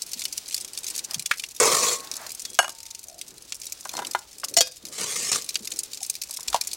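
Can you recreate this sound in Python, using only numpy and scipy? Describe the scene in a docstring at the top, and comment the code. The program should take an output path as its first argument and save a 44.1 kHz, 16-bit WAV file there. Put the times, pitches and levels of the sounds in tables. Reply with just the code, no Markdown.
"""Metal plates are washed by hand on a wet stone floor in a small room, heard from close by.
First, water noise and drops of snap, spray and bubbles spatter; soon a wet hand scours with swelling noise strokes.
Then a plate clashes on the stack and slides home: random slips rasp and ring its modes. A bowl is dragged off the
floor, set down, tipped and dropped into another, each blow mixing decaying tones with puffs of noise.
Last, the pile is dragged over the gritty floor, drops and slops fall, and poured water rumbles in low puffs."""
import sys
import numpy as np
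from scipy import signal
from scipy.fft import rfft, irfft, next_fast_len
from scipy.io import wavfile
from scipy.ndimage import uniform_filter1d, map_coordinates

SR = 44100
rng = np.random.default_rng(int(sys.argv[2]) if len(sys.argv) > 2 else 0)


def put_to_file(sound):
    """Save the sound as 16-bit audio at rate SR, in the file named by the first command-line argument."""
    columns = np.atleast_2d(sound).T  # one column per channel
    safe = np.clip(columns, -1, 1)
    whole_steps = np.round(safe * 32767)
    wavfile.write(sys.argv[1], SR, whole_steps.astype(np.int16))


N = 298116  # length in samples
T = np.arange(SR // 2) / SR  # seconds since a blow
TOP_HZ = 16000  # nothing sounds above this


def amp(db):
    """Turn decibels into a plain gain."""
    return 10 ** (np.asarray(db) / 20)


def unit(x):
    """Scale x to an average (rms) level of 1."""
    return x / np.sqrt(np.mean(x ** 2) + 1e-20)


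def struck(x):
    """Scale x to rms 1 over its first hundredth of a second."""
    return x / np.sqrt(np.mean(x[:SR // 100] ** 2) + 1e-20)


def along(points, hz):
    """Read a curve of (Hz, value) points, joined by straight lines on a log frequency axis."""
    f, v = np.transpose(points)
    return np.interp(np.log(hz + 1), np.log(f + 1), v)


def fade(t, t60):
    """Die away steadily, by 60 dB in t60 seconds."""
    return np.exp(-np.log(1000) * t / t60)


def add(track, s, x):
    """Mix x into the track at time s."""
    part = track[max(round(s * SR), 0):][:len(x)]
    part += x[:len(part)]


def wobble(rate):
    """Draw a smooth random curve through `rate` random points a second."""
    points = rng.standard_normal(int(N * rate / SR) + 4)
    return map_coordinates(points, [np.arange(N) * rate / SR])


def shaped(x, db_of_hz):
    """Filter x to a dB curve, with no sound ahead of its cause (a minimum-phase filter)."""
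    m = 2 * next_fast_len(min(len(x), len(x) // 2 + SR // 4), real=True)
    gain = amp(db_of_hz(np.fft.rfftfreq(m, 1 / SR)))
    cepstrum = irfft(np.log(gain + 1e-6), m)
    # folding the second half onto the first makes the filter causal
    cepstrum[1:m // 2] *= 2
    cepstrum[m // 2 + 1:] = 0
    return irfft(rfft(x, m) * np.exp(rfft(cepstrum)), m)[:len(x)]


def coloured(x, spectrum):
    """Give x the colour of (Hz, dB) points."""
    return shaped(x, lambda hz: along(spectrum, hz))


def hill(hz, centre_hz, steep_db):
    """A hump in dB that is steep_db down an octave from its centre."""
    return -steep_db * np.log2((hz + 1) / centre_hz) ** 2


def grains(rate, spread_db):
    """Scatter tiny clicks of uneven size, about `rate` a second."""
    size = amp(spread_db * np.clip(rng.standard_normal(N), -2, 2))
    falls = rng.random(N) < rate / SR
    return unit(falls * size * rng.choice([-1, 1], N))


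def burst(t60, rise=0.00017, size=4096):
    """A puff of noise that swells and dies."""
    t = T[:size]
    swell = np.minimum(t / rise, 1)
    return rng.standard_normal(size) * swell * fade(np.maximum(t - rise, 0), t60)


def puff(spectrum, t60):
    """The noise of a contact, with a given colour and life."""
    return struck(coloured(burst(t60, size=len(T)), spectrum))


def through(x, response):
    """Let every sample of x set off a response of energy 1 (convolution)."""
    return signal.fftconvolve(x, response / np.linalg.norm(response))[:N]


def ring(modes):
    """One blow on metal: each mode has a slightly new strength and an unsteady pitch."""
    hz, db, t60 = np.transpose(modes)[:, :, None]
    strength = amp(db + rng.standard_normal(hz.shape))
    waver = np.cumsum(rng.standard_normal((len(hz), len(T))), 1) * hz / SR * .02
    cycles = hz * T + waver + rng.random(hz.shape)
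    waves = strength * np.sin(2 * np.pi * cycles) * fade(T, t60)
    soft_start = 1 - fade(T, .004)
    soft_end = np.minimum((T[-1] - T) * 10, 1)
    return struck(waves.sum(0) * soft_start * soft_end)


def bubbles(centre_hz, spread, t60, count=5, size=4096):
    """A few tiny bubbles ring out around one pitch, scattered by `spread` octaves."""
    t = T[:size]
    octaves, phase, db = np.clip(rng.standard_normal((3, count, 1)), -2, 2)
    pitch_hz = centre_hz * 2 ** (spread * octaves)
    waves = amp(2 * db) * np.sin(2 * np.pi * pitch_hz * t + phase)
    return struck(waves.sum(0) * fade(t, t60) * (1 - fade(t, 0.0096)))


# colour of a drop on wet stone, before its own tilt: (frequency [Hz], level per Hz [dB])
SPLAT_COLOUR = [(300, -35.5), (1000, -27), (1700, -21), (2400, -5), (3200, -10), (4300, -1.5), (6300, 3),
                (9200, 0.5), (12500, -6), (16000, -16)]
# usual attack and centre; bubbles against the slap, first snap gain before the drop is scaled
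DROP_RISE_S, DROP_HZ, BUBBLE_DB, SNAP_DB = 0.00091, 6730, -5, -1.5


def drop(centre_hz, rise_s, size=1536):
    """A drop snaps on the wet stone, breaks into spray and traps bubbles, all around its own centre."""
    knots = np.geomspace(1500, TOP_HZ, 16)
    snap = amp(SNAP_DB) * burst(t60=0.004, rise=rise_s, size=size)
    spray = burst(t60=0.017, rise=rise_s, size=size) + burst(t60=.036, rise=rise_s, size=size)
    # a lower centre tilts the colour towards the bass; random bumps make each drop different
    tilt_db = 11 * np.log2(centre_hz / DROP_HZ) * np.log2(knots / centre_hz)
    own_colour = np.c_[knots, tilt_db + 3 * rng.standard_normal(len(knots))]
    slap = struck(shaped(snap + spray, lambda hz: along(SPLAT_COLOUR, hz) + along(own_colour, hz)))
    return slap + amp(BUBBLE_DB) * bubbles(0.81 * centre_hz, spread=0.3, t60=0.029, size=size)


PATTER_PER_S, PATTER_RANGE_DB = 61, 15.5  # rate of small drops, range of their sizes


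def patter():
    """Small drops of random size, colour and softness fall at random moments."""
    out = np.zeros(N)
    for when, small, pitch, soft in rng.random((int(PATTER_PER_S * N / SR), 4)):
        splat = drop(DROP_HZ * 2 ** (.6 * (pitch - .4)), DROP_RISE_S * 4 ** (soft - .4))
        add(out, when * N / SR, amp(-PATTER_RANGE_DB * small) * splat)
    return out


# how much water runs off onto the floor: (time [s], level [dB])
RUNOFF_FLOW = [(0.0, -40.5), (0.4, -40), (0.65, -41), (0.95, -36), (1.2, -41.5), (1.55, -44), (2.05, -39.5),
               (2.3, -39.5), (2.5, -44), (3.15, -48), (3.75, -43), (4.1, -44), (4.75, -49.5), (5.45, -38.5),
               (5.6, -43), (5.75, -41), (6.1, -44), (6.76, -39.5)]
# colours of fizz, swirling water and rubbing: (frequency [Hz], level per Hz [dB])
FIZZ_COLOUR = [(1060, -46.5), (1800, -11), (2550, -1), (2920, -2), (4170, 2), (6020, 2), (9080, -2),
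               (13300, -10.5), (16000, -6.5)]
SWIRL_COLOUR = [(60, -22.5), (130, -1.5), (350, 6.5), (550, 2.5), (900, -24)]
RUB_COLOUR = [(350, -13), (650, 6), (1200, 3.5), (2000, 2), (3200, -17)]
# against the flow: largest patter drops, then treble, middle and bass of the running water
PATTER_DB, FIZZ_DB, SPLASH_DB, GURGLE_DB = 7, -6, -19.5, -20.5


def runoff():
    """Water runs off onto the floor: its flow drives a patter, a fine fizz, a splash and a faint gurgle."""
    flow = amp(np.interp(np.arange(N) / SR, *np.transpose(RUNOFF_FLOW)))
    fizz = unit(coloured(grains(rate=6000, spread_db=4) * amp(2.5 * wobble(60)), FIZZ_COLOUR))
    splash = unit(coloured(grains(rate=3000, spread_db=4), RUB_COLOUR))
    gurgle = unit(coloured(rng.standard_normal(N), SWIRL_COLOUR))
    running = amp(FIZZ_DB) * fizz + amp(SPLASH_DB) * splash + amp(GURGLE_DB) * gurgle
    return flow * (amp(PATTER_DB) * patter() + running)


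# the loudest single drops, of many pitches; one that has broken up in the air lands softly, with a slow rise:
# (time [s], slap level [dB], centre [Hz], rise [s])
LOUD_DROPS = [(0.019, -28, 7420, 0.00135), (0.133, -29.5, 6000, 0.00055), (0.218, -31.5, 4940, 0.00074),
              (0.253, -25.5, 5570, 0.00023), (0.3252, -31, 6930, 0.0033), (0.3771, -27, 6700, 0.0017),
              (0.544, -23, 6700, 0.00053), (0.577, -31, 6340, 0.0031), (0.775, -31.5, 5970, 0.00023),
              (0.8661, -30.5, 6550, .0008), (0.8816, -34.5, 7360, 0.0052), (0.9906, -29.5, 5660, 0.0016),
              (1.046, -30.5, 7240, 0.0016), (1.109, -32, 7000, .002), (1.1429, -25, 6130, 0.0015),
              (1.1945, -29, 7310, 0.0013), (1.258, -25, 6400, 0.0038), (1.3957, -30, 5670, 0.0013),
              (1.437, -29.5, 4100, 0.001), (2.114, -29.5, 5840, 0.001), (2.138, -35, 6170, .0007),
              (2.395, -36, 7170, 0.00066), (2.451, -31, 5000, 0.0024), (2.948, -35, 6100, .0013),
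              (3.213, -33, 5980, 0.00064), (3.522, -29, 4820, 0.00073), (3.666, -33.5, 7150, 0.0028),
              (3.722, -29, 7840, .0007), (3.892, -32, 6400, .0009), (3.967, -31, 5700, 0.0022),
              (4.048, -33.5, 4730, 0.0014), (4.069, -32, 6700, .0007), (4.11, -33, 6900, .004),
              (4.382, -41, 7900, 0.0025), (4.439, -27, 6620, 0.0094), (4.483, -35, 6560, .0025),
              (4.539, -30.5, 6460, 0.0021), (4.852, -35, 6260, 0.00052), (5.49, -28, 6510, 0.00077),
              (5.555, -22.5, 3820, 0.001), (5.672, -30, 5470, 0.0037), (5.716, -29.5, 5720, 0.0053),
              (5.789, -24, 7780, 0.0021), (5.833, -31, 8850, .001), (5.932, -33.5, 5430, .0013),
              (6.03, -29.5, 8200, 0.00066), (6.097, -23, 7930, 0.004), (6.153, -33.5, 6480, 0.00059),
              (6.215, -28.5, 6970, 0.006), (6.235, -34, 6560, 0.00094), (6.309, -33, 7500, .0017),
              (6.371, -32.5, 7350, 0.0005), (6.481, -25, 5250, 0.0004), (6.6116, -23.5, 6020, 0.00044),
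              (6.672, -29, 7970, .0008), (6.731, -29.5, 6850, 0.0019)]


def drips():
    """The loudest single drops, of many pitches, stand out of the patter as they hit the stone."""
    out = np.zeros(N)
    for s, db, centre_hz, rise_s in LOUD_DROPS:
        add(out, s, amp(db) * drop(centre_hz, rise_s))
    return out


# soft bumps of the hand and plate, and near 6.5 s the low rumble of poured water:
# (time [s], level before a 2.5 dB cut [dB], pitch [Hz])
BUMPS_AND_POUR = [(0.158, -55, 180), (1.155, -46, 159), (4.836, -54, 216), (5.605, -51, 200),
                  (6.475, -53, 54.6), (6.505, -57, 55.4)]


def bumps_and_pour():
    """A soft bump or pour rumble is a short and a long puff of noise, narrowed around one low pitch."""
    out = np.zeros(N)
    for s, db, pitch_hz in BUMPS_AND_POUR:
        push = burst(t60=0.036) + amp(-7) * burst(t60=0.18)
        body = shaped(push, lambda hz: hill(hz, pitch_hz, steep_db=19.0).clip(-60))
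        add(out, s, amp(db - 2.5) * unit(body))
    return out


# strokes of the wet hand, and at 2.23 s the scrape of a bowl dragged off the floor:
# (time of the peak [s], length [s], swirl level [dB], rub level [dB])
RUBBING_STROKES = [(0.654, 0.3, -60, -66.5), (1.122, 0.14, -57.5, -48), (2.047, 0.56, -55.5, -51.5),
                   (2.232, 0.19, -75, -44.5), (2.48, 0.3, -61, -66), (3.32, 0.54, -57, -65.5),
                   (4.006, 0.37, -47.5, -48.5), (4.482, 0.46, -56.5, -67), (4.884, 0.28, -54, -61),
                   (5.724, 0.73, -55, -64.5), (6.53, 0.42, -59.5, -54.5)]
STROKE_RISE = 0.47  # share of a stroke spent gaining speed


def rubbing():
    """Each hand stroke or bowl scrape gains speed and slows again, mixing watery swirl and gritty rub."""
    t, swirl, rub = np.arange(N) / SR, np.zeros(N), np.zeros(N)
    for s, length, swirl_db, rub_db in RUBBING_STROKES:
        start, stop = s - STROKE_RISE * length, s + (1 - STROKE_RISE) * length
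        speed = np.sin(np.pi / 2 * np.interp(t, [start, s, stop], [0, 1, 0])) ** 2
        swirl += amp(swirl_db) * speed
        rub += amp(rub_db) * speed
    water = unit(coloured(rng.standard_normal(N) * amp(3.5 * wobble(25)), SWIRL_COLOUR))
    grit = unit(coloured(grains(rate=2000, spread_db=-0.5), RUB_COLOUR))
    return swirl * water + rub * grit


# wet wad and slops of water falling: (time [s], level [dB], centre [Hz], spray level [dB])
WET_SLOPS = [(1.312, -16.5, 1870, -25), (1.337, -43, 1560, -38), (6.295, -49, 870, -61),
             (6.389, -45, 910, -61), (6.529, -34.5, 1110, -30), (6.544, -16.5, 810, -24.5),
             (6.561, -34, 714, -29.5)]
# colour of a hollow wet blow, moved to each blow's centre: (frequency for a 1 kHz centre [Hz], level per Hz [dB])
PLOP_COLOUR = [(100, -29.5), (300, -26.5), (540, -22.5), (670, -4.5), (1000, -1.5), (1220, 1), (1550, -12),
               (3000, -24), (6000, -60.5)]


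def slops():
    """A falling slop gives a dull, hollow puff of noise under a little bright spray."""
    out = np.zeros(N)
    for s, db, centre_hz, spray_db in WET_SLOPS:
        push = burst(t60=0.036) + amp(-26) * burst(t60=0.12, rise=0.019)
        body = shaped(push, lambda hz: along(PLOP_COLOUR, hz * 1000 / centre_hz))
        spray = shaped(burst(t60=0.048), lambda hz: hill(hz, 3900, steep_db=4.5).clip(-60))
        add(out, s, amp(db) * struck(body) + amp(spray_db) * struck(spray))
    return out


SETTLE_DB_PER_S, STOP_T60_S = 19, 0.18  # fading of the body once up to speed; how fast a push stops


def pushes(rows):
    """Gains of body and rasp: a push speeds up, holds and stops; the body fades as the plate beds in."""
    body, rasp = np.zeros((2, N))
    t = np.arange(SR) / SR
    for s, attack_s, hold_s, body_db, scrape_db in rows:
        moving = np.maximum(t - attack_s, 0)
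        stopping = fade(np.maximum(moving - hold_s, 0), STOP_T60_S)
        speed = np.minimum(t / attack_s, 1) ** 2 * stopping
        add(body, s, amp(body_db - SETTLE_DB_PER_S * moving) * speed)
        add(rasp, s, amp(scrape_db) * speed)
    return body, rasp


def split_bands(x):
    """Split x at 2800 Hz into a low and a high part, each scaled to rms 1."""
    filters = [signal.butter(4, 2800, kind, fs=SR, output="sos") for kind in ("low", "high")]
    return [unit(signal.sosfilt(sos, x)) for sos in filters]


# ringing modes of the plate: (frequency [Hz], typical strength [dB], time to fade by 60 dB [s])
PLATE_MODES = [(372, -6, .22), (438, -3, .22), (488, 0, .22), (575, -2, .3), (676, -3, .22), (955, -6, .2),
               (1090, -8, .7), (1155, -7, .45), (1195, -8, .3), (1507, -14, .35), (1940, -11, .2),
               (2212, -6, .2), (2390, -10, .22), (2620, -12, .15)]


def scrape(rows, spectrum, rate, judder_db, ring_db):
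    """A moving plate sticks and slips: the slips rasp directly and keep its modes ringing."""
    body, rasp = pushes(rows)
    judder = amp(judder_db * wobble(rate=130))
    slips = signal.stft(grains(rate, spread_db=4) * judder, nperseg=512)[2]
    # as the contact travels it favours ever new ones of the thin metal's crowded modes
    favour = uniform_filter1d(rng.standard_normal(slips.shape), 2, 0)
    favour = unit(uniform_filter1d(favour, 7, 1))
    slips = signal.istft(slips * amp(3.8 * favour), nperseg=512)[1][:N]
    low, high = split_bands(coloured(slips, spectrum))
    catches = unit(grains(rate=500, spread_db=3) * judder)  # coarse grit catches the rim
    ringing = through(body * catches, ring(PLATE_MODES))
    return body * low + amp(ring_db) * ringing + rasp * high


# pushes of the plate on the stack: (time [s], attack [s], hold [s], starting body level [dB], scrape level [dB])
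SLIDE_PUSHES = [(1.598, 0.013, 0.11, -24, -23.5), (1.71, 0.033, 0.19, -30, -24)]
# colour of plate on plate: (frequency [Hz], level per Hz [dB])
STACK_COLOUR = [(47, -37), (80, -25), (159, -12), (265, -16.5), (493, 0), (718, -14.5), (1140, -1.5),
                (1560, -18), (2220, -10), (2970, -18.5), (3320, -12), (6890, -4.5), (14600, -23),
                (16000, -23.5)]


def slide():
    """A plate slides home on the stack, rasping and ringing strongly."""
    return scrape(SLIDE_PUSHES, STACK_COLOUR, rate=5000, judder_db=1.8, ring_db=-5.5)


# plate rims strike the stack and the floor: (time [s], ring level [dB], clash level [dB])
RIM_CLASHES = [(1.6, -21, -17), (1.604, -25, -19), (1.638, -39, -32), (1.655, -36, -23), (1.926, -67, -38),
               (5.317, -45, -21), (5.346, -55, -31), (5.359, -45, -25.5)]
# colour of the clash noise: (frequency [Hz], level per Hz [dB])
CLASH_COLOUR = [(30, -55), (150, -24), (1100, 2.5), (3800, -17), (5500, 2), (6900, 6), (9000, 7),
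                (11000, -11), (16000, -19.5)]


def clashes():
    """A striking plate rim rings the plate's modes under a short puff of noise."""
    out = np.zeros(N)
    for s, ring_db, clash_db in RIM_CLASHES:
        clash = amp(clash_db) * puff(CLASH_COLOUR, t60=0.031)
        add(out, s, amp(ring_db) * ring(PLATE_MODES) + clash)
    return out


# wet metal sings where it is rubbed: (time [s], length [s], level [dB], pitch [Hz])
RUBBED_NOTES = [(2.422, 0.17, -51.5, 3340), (3.04, 0.18, -54, 677), (3.909, 0.1, -45, 4260),
                (6.004, 0.025, -48, 785)]


def squeaks():
    """Rubbing holds one mode of the wet metal in a short, unsteady note."""
    out = np.zeros(N)
    for s, length, db, pitch_hz in RUBBED_NOTES:
        swell = signal.windows.tukey(round(length * SR), .5)
        phase = 2 * np.pi * pitch_hz * np.arange(N) / SR
        note = unit(wobble(rate=108) * np.sin(phase) + wobble(rate=240) * np.cos(phase))
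        add(out, s, amp(db) * swell * note[:len(swell)])
    return out


# the bowl lands on stone and rocks: (time [s], thud level [dB], ring level [dB], crack level [dB])
BOWL_LANDINGS = [(2.589, -13, -15, -20), (2.628, -32, -42, -39.5), (2.644, -29.5, -32, -40.5),
                 (2.68, -37.5, -59, -37.5), (2.694, -49, -45.5, -35)]
# modes of the free bowl: (frequency [Hz], typical strength [dB], time to fade by 60 dB [s])
BOWL_MODES = [(377, -29, 0.7), (908, -35, 1.8), (974, -14, 0.16), (1612, 4.5, 0.091), (2826, -5, 0.12),
              (2907, 2.5, 0.11), (3340, -7, .06), (4400, -13, .16), (4720, -7, .05), (5420, -9, .1),
              (6514, 7.5, 0.038), (7750, -8, .12), (9100, -9, .15), (9400, -7, .13), (11640, -10.5, .07)]
# colours of a bowl's dull thud and sharp crack: (frequency [Hz], level per Hz [dB])
THUD_COLOUR = [(30, -61), (100, -35.5), (350, -33), (600, 1.5), (850, 3.5), (1400, 2), (1900, -7.5),
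               (3300, -12.5), (4200, -36.5)]
CRACK_COLOUR = [(30, -40), (180, -5.5), (600, -6.5), (2000, -7.5), (4000, 0), (6500, 3), (9000, -1.5),
                (12000, -6.5), (16000, -14)]


def set_down():
    """A bowl lands on the stone and rocks: a dull thud, a sharp crack and the free bowl's ring."""
    out = np.zeros(N)
    for s, thud_db, ring_db, crack_db in BOWL_LANDINGS:
        thud = amp(thud_db) * puff(THUD_COLOUR, t60=.035)
        crack = amp(crack_db) * puff(CRACK_COLOUR, t60=0.014)
        add(out, s, thud + amp(ring_db) * ring(BOWL_MODES) + crack)
    return out


# the bowl knocks as it is tipped and lifted: (time [s], thud level [dB], ring level [dB], crack level [dB])
TIPPING_KNOCKS = [(3.853, -34.5, -40, -39), (3.99, -29.5, -33, -35), (4.02, -35.5, -31.5, -43),
                  (4.149, -22, -23.5, -36), (4.434, -31.5, -57, -48)]
# modes of the gripped bowl: (frequency [Hz], typical strength [dB], time to fade by 60 dB [s])
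GRIPPED_MODES = [(367, -10.5, 0.13), (790, 3.5, 0.039), (981, 9, 0.046), (1436, -7.5, 0.14),
                 (1615, -4, 0.088), (2060, -9, 0.087), (3660, -7, 0.045), (4150, -7, 0.038)]


def tipping():
    """A bowl knocks while the hand grips it, ringing in the gripped bowl's own modes."""
    out = np.zeros(N)
    for s, thud_db, ring_db, crack_db in TIPPING_KNOCKS:
        thud = amp(thud_db) * puff(THUD_COLOUR, t60=0.032)
        crack = amp(crack_db) * puff(CRACK_COLOUR, t60=0.044)
        add(out, s, thud + amp(ring_db) * ring(GRIPPED_MODES) + crack)
    return out


CHATTER_FROM_S, CHATTER_TO_S, CHATTER_PER_S = 3.925, 4.045, 55
CHATTER_DB = -43  # each part of a middling tap


def chatter():
    """The tipping bowl's base touches the stone in a quick, uneven run of light taps."""
    out = np.zeros(N)
    count = int((CHATTER_TO_S - CHATTER_FROM_S) * CHATTER_PER_S)
    for k, (late, size) in enumerate(rng.random((count, 2))):
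        tap = puff(THUD_COLOUR, t60=0.025) + ring(GRIPPED_MODES) + puff(CRACK_COLOUR, t60=0.02)
        add(out, CHATTER_FROM_S + (k + late) / CHATTER_PER_S, amp(CHATTER_DB) * (.5 + size) * tap)
    return out


# the bowl drops into another: (time [s], rim level [dB], seated level [dB], crack level [dB])
NESTING_BLOWS = [(4.567, -15.5, -35.5, -25.5), (4.571, -16, -43, -16.5), (4.585, -14.5, -41, -29),
                 (4.607, -39, -16.5, -17), (4.612, -34, -21.5, -21.5), (4.671, -59, -60, -35.5)]
# modes of the bowl struck on its rim, then seated: (frequency [Hz], typical strength [dB], time to fade by 60 dB [s])
RIM_MODES = [(683, -7.5, 0.091), (2017, -7, 0.029), (2929, -16.5, 0.12), (4070, -20, .06), (4411, -4, 0.07),
             (5400, -3, 0.029), (5250, 3, 0.018), (5600, 0.5, .05), (6840, 4.5, 0.031), (6440, -7, 0.043),
             (7180, -6, .05), (8500, -4, 0.033), (10400, -16.5, 0.037)]
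SEATED_MODES = [(510, -10, 0.21), (618, 5.5, 0.036), (1623, -20, 0.23), (2497, -8.5, 0.15),
                (2700, -23, 0.19), (3260, 8, 0.037), (3644, -21.5, 0.54), (3740, -6, 0.09),
                (4670, 1.5, 0.062), (4920, -9, 0.26), (5580, -6, 0.13), (6030, 3.5, 0.073),
                (6498, -14.5, .17), (7000, 12.5, 0.031), (9000, -17, .16)]


def nesting():
    """A bowl strikes a second bowl and seats in it: the rim's modes give way to the seated bowl's."""
    out = np.zeros(N)
    for s, rim_db, seated_db, crack_db in NESTING_BLOWS:
        ringing = amp(rim_db) * ring(RIM_MODES) + amp(seated_db) * ring(SEATED_MODES)
        add(out, s, ringing + amp(crack_db) * puff(CRACK_COLOUR, t60=0.056))
    return out


# pushes of the pile over the floor: (time [s], attack [s], hold [s], starting body level [dB], scrape level [dB])
DRAG_PUSHES = [(4.905, 0.022, 0.046, -49, -37), (4.972, 0.017, 0.049, -38, -31),
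               (5.035, 0.063, 0.2, -40, -30), (5.312, 0.008, 0.04, -37, -26)]
# colour of metal on gritty stone: (frequency [Hz], level per Hz [dB])
GRIT_COLOUR = [(47, -44), (80, -6), (163, 4.5), (316, 2), (441, 8.5), (734, -1.5), (1020, -2.5), (1140, 7),
               (1560, -4.5), (1860, 4), (2600, -3.5), (6890, 4.5), (8990, 1.5), (10500, -7), (16000, -19.5)]


def drag():
    """The pile is dragged over the gritty floor, rasping with only a little ring."""
    return scrape(DRAG_PUSHES, GRIT_COLOUR, rate=5000, judder_db=2, ring_db=-16)


# how long the walls' answer lasts: (frequency [Hz], time to fade by 60 dB [s])
WALL_FADES = [(150, 0.46), (1000, 0.25), (5000, 0.3), (14000, 0.045)]


def room(x):
    """The walls' answer: noise 3 ms late, each frequency dying at its own speed."""
    hz, t, z = signal.stft(rng.standard_normal(len(T)), SR, nperseg=256)
    dying = fade(t, along(WALL_FADES, hz)[:, None])
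    tail = signal.istft(z * dying, SR, nperseg=256)[1]
    return through(x, np.concatenate([np.zeros(round(0.003 * SR)), tail]))


# colours of the low room air and the diffuse room air: (frequency [Hz], level per Hz [dB])
RUMBLE_COLOUR = [(15, -9), (28, -5.5), (60, 1.5), (100, -1.5), (300, -13), (1500, -23), (4000, -57.5)]
FAR_COLOUR = [(20, -0.5), (60, -8), (200, -2.5), (700, -1), (1300, -1.5), (2500, -19.5), (8000, -24.5),
              (16000, -25.5)]
# how much is scattered to the sides: (frequency [Hz], side gain [dB])
SIDE_WIDTH = [(100, -34), (400, -33), (1200, -26), (3000, -27), (5000, -23), (8000, -15), (14000, -9)]


def scene():
    """Everything sounds straight ahead; only scattered sound, mostly treble, and room air differ by ear."""
    water = drips() + bumps_and_pour() + slops()
    metal = slide() + clashes() + set_down() + tipping() + chatter() + nesting() + drag()
    echo = room(amp(-32.5) * water + amp(-20.5) * metal)
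    air = amp(-65.5) * unit(coloured(rng.standard_normal(N), RUMBLE_COLOUR))
    mid = runoff() + water + rubbing() + metal + squeaks() + echo + air
    scattered = coloured(mid * unit(wobble(rate=400)), SIDE_WIDTH)
    side = scattered + amp(-68.5) * unit(coloured(rng.standard_normal(N), FAR_COLOUR))
    return np.array([mid + side, mid - side])


# how far the treble leans to the left: (frequency [Hz], left minus right [dB])
LEFT_LEAN = [(1500, 0), (3000, 0.1), (5500, 0.6), (9000, 1.1), (14000, 1)]


def record(dry):
    """Round off the highest peaks, lean the treble a little to the left and cut all above TOP_HZ."""
    rounded = dry / (1 + abs(dry / .9) ** 6) ** (1 / 6)
    m = next_fast_len(N + SR // 2)
    hz = np.fft.rfftfreq(m, 1 / SR)
    lean = amp(np.outer([.5, -.5], along(LEFT_LEAN, hz)))
    return irfft(rfft(rounded, m) * lean * (hz < TOP_HZ), m)[:, :N]


dry = scene()
out = record(dry)
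put_to_file(out)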